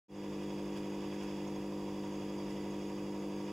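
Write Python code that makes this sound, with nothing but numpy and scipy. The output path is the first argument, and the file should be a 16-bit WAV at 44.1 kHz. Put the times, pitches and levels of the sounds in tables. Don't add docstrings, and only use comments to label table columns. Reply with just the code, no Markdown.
import sys
import numpy as np
from scipy.fft import rfft, irfft, next_fast_len
from scipy.io import wavfile
from scipy.ndimage import map_coordinates

SR = 44100
rng = np.random.default_rng(int(sys.argv[2]) if len(sys.argv) > 2 else 0)


def pcm_store(signal):
    levels = np.round(np.clip(np.atleast_2d(signal), -1, 1) * 32767)
    wavfile.write(sys.argv[1], SR, levels.astype(np.int16).T)


N = 155232

MAINS_HZ = 50
# (f/Hz, likeness from 0 to 1)
EAR_LIKENESS = [(200, 1), (400, 1), (650, 0.98), (1150, 0.84), (3100, 0.86), (6800, 1), (7600, 0.73)]


def amp(db):
    return 10 ** (np.asarray(db) / 20)


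def along(points, hz):
    f, value = np.transpose(points)
    return np.interp(np.log(hz + 1), np.log(f + 1), value)


def clock():
    return np.arange(N) / SR


def over_time(points):
    return np.interp(clock(), *np.transpose(points))


def drift(rate):
    knots = rng.standard_normal(int(N * rate / SR) + 4)
    return map_coordinates(knots, [clock() * rate])


def filtered(x, response):
    m = next_fast_len(N + SR // 2)
    hz = np.fft.rfftfreq(m, 1 / SR)
    return irfft(rfft(x, m) * response(hz), m)[..., :N]


def white_noise(*shape):
    return rng.standard_normal(shape) * np.sqrt(SR / 2)


def split(db):
    db = np.atleast_1d(db)
    return amp(np.array([db, -db]) / 2)


def band(hz, centre, width, db):
    return amp(db) / (1 + ((hz - centre) / width) ** 2)


def ear_angle(hz):
    return np.arccos(np.clip(along(EAR_LIKENESS, hz), 0, 1)) / 2


def noise(gain):
    def mid_side_gain(hz):
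        angle = ear_angle(hz)
        return gain(hz) * np.array([np.cos(angle), np.sin(angle)])

    mid, side = filtered(white_noise(2, N), mid_side_gain)
    return np.array([mid + side, mid - side])


def rotor_wobble():
    # (t/s, turns per second/Hz)
    speed = [(0, 11.45), (.7, 11.45), (1.05, 10.95), (1.45, 11.75), (1.85, 12.65), (2.3, 11.05),
             (2.8, 12.2), (3.5, 11.9)]
    start = 1.4
    return start + 2 * np.pi * np.cumsum(over_time(speed)) / SR


def hum(wobble):
    # (tone level/dB, lower sideband level/dB, upper sideband level/dB)
    harmonics = [(-65, -85, -84), (-65, -76, -69), (-56, -64, -68), (-45, -65, -72), (-67, -77, -69),
                 (-46, -65, -58), (-49, -64, -67), (-54, -71, -76), (-56, -72, -65), (-55, -69, -66),
                 (-59, -63, -72), (-68, -73, -72), (-72, -73, -77), (-70, -77, -69), (-65, -68, -77),
                 (-82, -80, -82), (-73, -81, -73), (-70, -83, -71), (-61, -67, -84), (-73, -71, -76),
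                 (-72, -73, -73), (-81, -85, -80), (-75, -78, -80), (-78, -78, -81)]
    hum_db, sideband_db = 0.4, -2.5
    outer_db = -11
    glass_delay_s = 0.011025
    odd_lag = 1.45
    diffuse_hz = 580
    sideband_turn, scatter = 0.77, 0.66
    twist, twist_count = 2.16, 10.35
    waver, sideband_waver = 0.035, 0.2

    out = np.zeros((2, N))
    mains = 2 * np.pi * MAINS_HZ * clock()
    for k, (tone_db, lower_db, upper_db) in enumerate(harmonics, 1):
        hz = k * MAINS_HZ
        lag = 4 * np.pi * MAINS_HZ * glass_delay_s * np.sqrt(k) + odd_lag * (k % 2)
        lag += rng.uniform(0, 2 * np.pi) * (hz > diffuse_hz)
        ears = np.array([[1], [-1]]) * (-1) ** k * ear_angle(hz)
        tone = amp(tone_db) * (1 + waver * (drift(8) + 1j * drift(8)))
        lead = twist * max(twist_count - k, 0)
        for way, db in ((-1, lower_db), (1, upper_db)):
            swing = np.exp(1j * way * (wobble + lead))
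            turn = np.exp(1j * (sideband_turn + scatter * rng.standard_normal()))
            unsteady = turn * (1 + sideband_waver * drift(4.78))
            tone = tone + amp(db + sideband_db) * unsteady * swing * (1 + amp(outer_db) * swing)
        out += np.sqrt(2) * np.real(tone * np.exp(1j * (k * mains - lag + ears)))
    return amp(hum_db) * out


def churn(wobble):
    # (f/Hz, level per Hz/dB)
    colour = [(22, -104), (40, -81), (70, -90), (130, -79.5), (175, -85.5), (240, -83.5), (320, -81),
              (510, -82.5), (600, -87.5), (950, -86), (1170, -88.5), (1400, -101), (2200, -118)]
    flutter_db, stroke_db = -0.44, 3
    stroke = np.cos(4 * np.pi * MAINS_HZ * clock())
    throb = amp(flutter_db * np.cos(wobble) + stroke_db * stroke)
    return noise(lambda hz: amp(along(colour, hz))) * throb


def rattle(wobble):
    centre_hz, width_hz, level_db, swing_db = 950, 36, -84.5, 6
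    resonance = noise(lambda hz: band(hz, centre_hz, width_hz, level_db))
    return resonance * amp(swing_db * np.cos(wobble))


def bubbles():
    per_second, level_db, size_range_db = 420, -72.5, 17
    middle_hz, spread_octaves, decay_cycles = 2660, 1.1, 62
    count = int(per_second * N / SR)
    when, pitch, size = rng.random((count, 3)).T[:, :, None]
    hz = middle_hz * 2 ** (spread_octaves * (pitch - 0.5))
    t = np.arange(SR // 50) / SR
    decay = amp(-60 * hz * t / decay_cycles)
    rings = amp(size_range_db * size) * np.sin(2 * np.pi * hz * t) * decay
    places = (when * N).astype(int) + np.arange(len(t))
    out = np.bincount(places.ravel(), rings.ravel(), N)[:N]
    return amp(level_db) * out / out.std()


def outflow(wobble, flutter_db=1.05, ripple_db=0.24):
    # (f/Hz, level per Hz/dB)
    fizz = [(600, -112), (1200, -97), (1500, -95.5), (2200, -94), (2550, -89), (3100, -96.5), (3550, -93.5),
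            (4100, -113), (4500, -113), (5000, -103.5), (5400, -102), (5700, -100), (6300, -105),
            (7300, -106), (7900, -122)]
    # (f/Hz, half-width/Hz, level per Hz/dB)
    resonances = [(1682, 55, -92.5), (1993, 36, -88), (2870, 62, -92.5), (3329, 48, -87)]
    # (t/s, level/dB)
    strength = [(0, 0.5), (.45, -1), (.95, 0), (1.25, 1.5), (1.7, -1.9), (2.1, -0.7), (2.5, -0.2),
                (3.3, -1.8), (3.5, 0)]
    # (t/s, level over the plain fizz/dB, length/s)
    splashes = [(.43, -2, 0.036), (0.776, 3.5, 0.031), (1.145, -2, 0.022), (1.236, 2.5, .022),
                (2.51, -2.5, 0.079), (3.492, -2.5, 0.033)]
    # (f/Hz, level per Hz/dB)
    spray = [(1500, -112), (4000, -112), (6000, -105), (10000, -108), (15000, -118)]

    def colour(hz):
        ring_power = sum(band(hz, *ring) ** 2 for ring in resonances)
        return np.sqrt(amp(along(fizz, hz)) ** 2 + ring_power)

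    def splash_colour(hz):
        dulled = colour(hz) / (1 + (hz / 4500) ** 4)
        return dulled + amp(along(spray, hz))

    t = clock()
    flow = amp(over_time(strength) + flutter_db * np.cos(wobble) + ripple_db * drift(35.2))
    splash = sum(amp(db) * np.exp(-(2 * (t - s) / length) ** 2) for s, db, length in splashes)
    return flow * (noise(colour) + bubbles()) + splash * noise(splash_colour)


def ticks():
    offset_s, per_second = 0.082, 12.2
    ring_hz, t60_s, attack_s = 6540, 0.05, 0.0013
    level_db, scatter_db = -61.5, 4
    turns = (clock() - offset_s) * per_second
    age = (turns % 1) / per_second
    number = np.floor(turns).astype(int)
    size = amp(level_db + scatter_db * rng.standard_normal(size=64))[number]
    envelope = amp(-60 * age / t60_s) * (1 - np.exp(-age / attack_s))
    return size * np.sin(2 * np.pi * ring_hz * age) * envelope


def whirr(waver_db=0.3):
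    # (f/Hz, half-width/Hz, level per Hz/dB, mid over side/dB)
    thin_bands = [(4755, 68, -87, -5.5), (6520, 74, -96, 0.5), (7135, 134, -97.5, 1)]
    # (t/s, level/dB)
    strength = [(.3, -.5), (.85, 0.5), (1, 1), (1.15, 1), (1.35, 2), (1.6, -2), (1.9, -0.5), (2.1, 1),
                (2.7, 0.5), (3.5, 0)]

    def colour(hz):
        return sum(band(hz, centre, width, db) * split(mid_db) for centre, width, db, mid_db in thin_bands)

    return noise(colour) * amp(over_time(strength) + waver_db * drift(39.4))


def room():
    # (f/Hz, level per Hz/dB)
    air = [(25, -118), (70, -107), (200, -104), (400, -91), (800, -104), (1500, -120)]
    return filtered(white_noise(2, N), lambda hz: amp(along(air, hz)))


def scene():
    # (f/Hz, left over right/dB)
    balance = [(380, 0), (700, -1.3), (1300, -1), (2000, -3), (3600, -1), (5000, -23), (6500, 3), (7600, 0)]
    wobble = rotor_wobble()
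    tank = hum(wobble) + churn(wobble) + rattle(wobble) + outflow(wobble) + ticks()
    placed = filtered(tank, lambda hz: split(along(balance, hz)))
    return placed + whirr() + room()


def record(dry):
    # (f/Hz, level per Hz/dB)
    hiss_colour = [(1000, -110), (4000, -110), (8000, -108.5), (12000, -114), (15500, -119)]
    mono_above_hz, low_cut_hz, top_hz = 7800, 18, 15800
    fade_start_s, fade_s = 0.082, 0.095

    def pass_band(hz):
        return (hz < top_hz) / np.sqrt(1 + (low_cut_hz / (hz + 1)) ** 8)

    hiss = filtered(white_noise(N), lambda hz: amp(along(hiss_colour, hz)))
    mid = dry.mean(axis=0)
    side = filtered(dry - mid, lambda hz: hz < mono_above_hz)
    fade = 1 - np.exp(-np.maximum(clock() - fade_start_s, 0) / fade_s)
    return filtered((mid + side + hiss) * fade, pass_band)


dry = scene()
out = record(dry)
pcm_store(out)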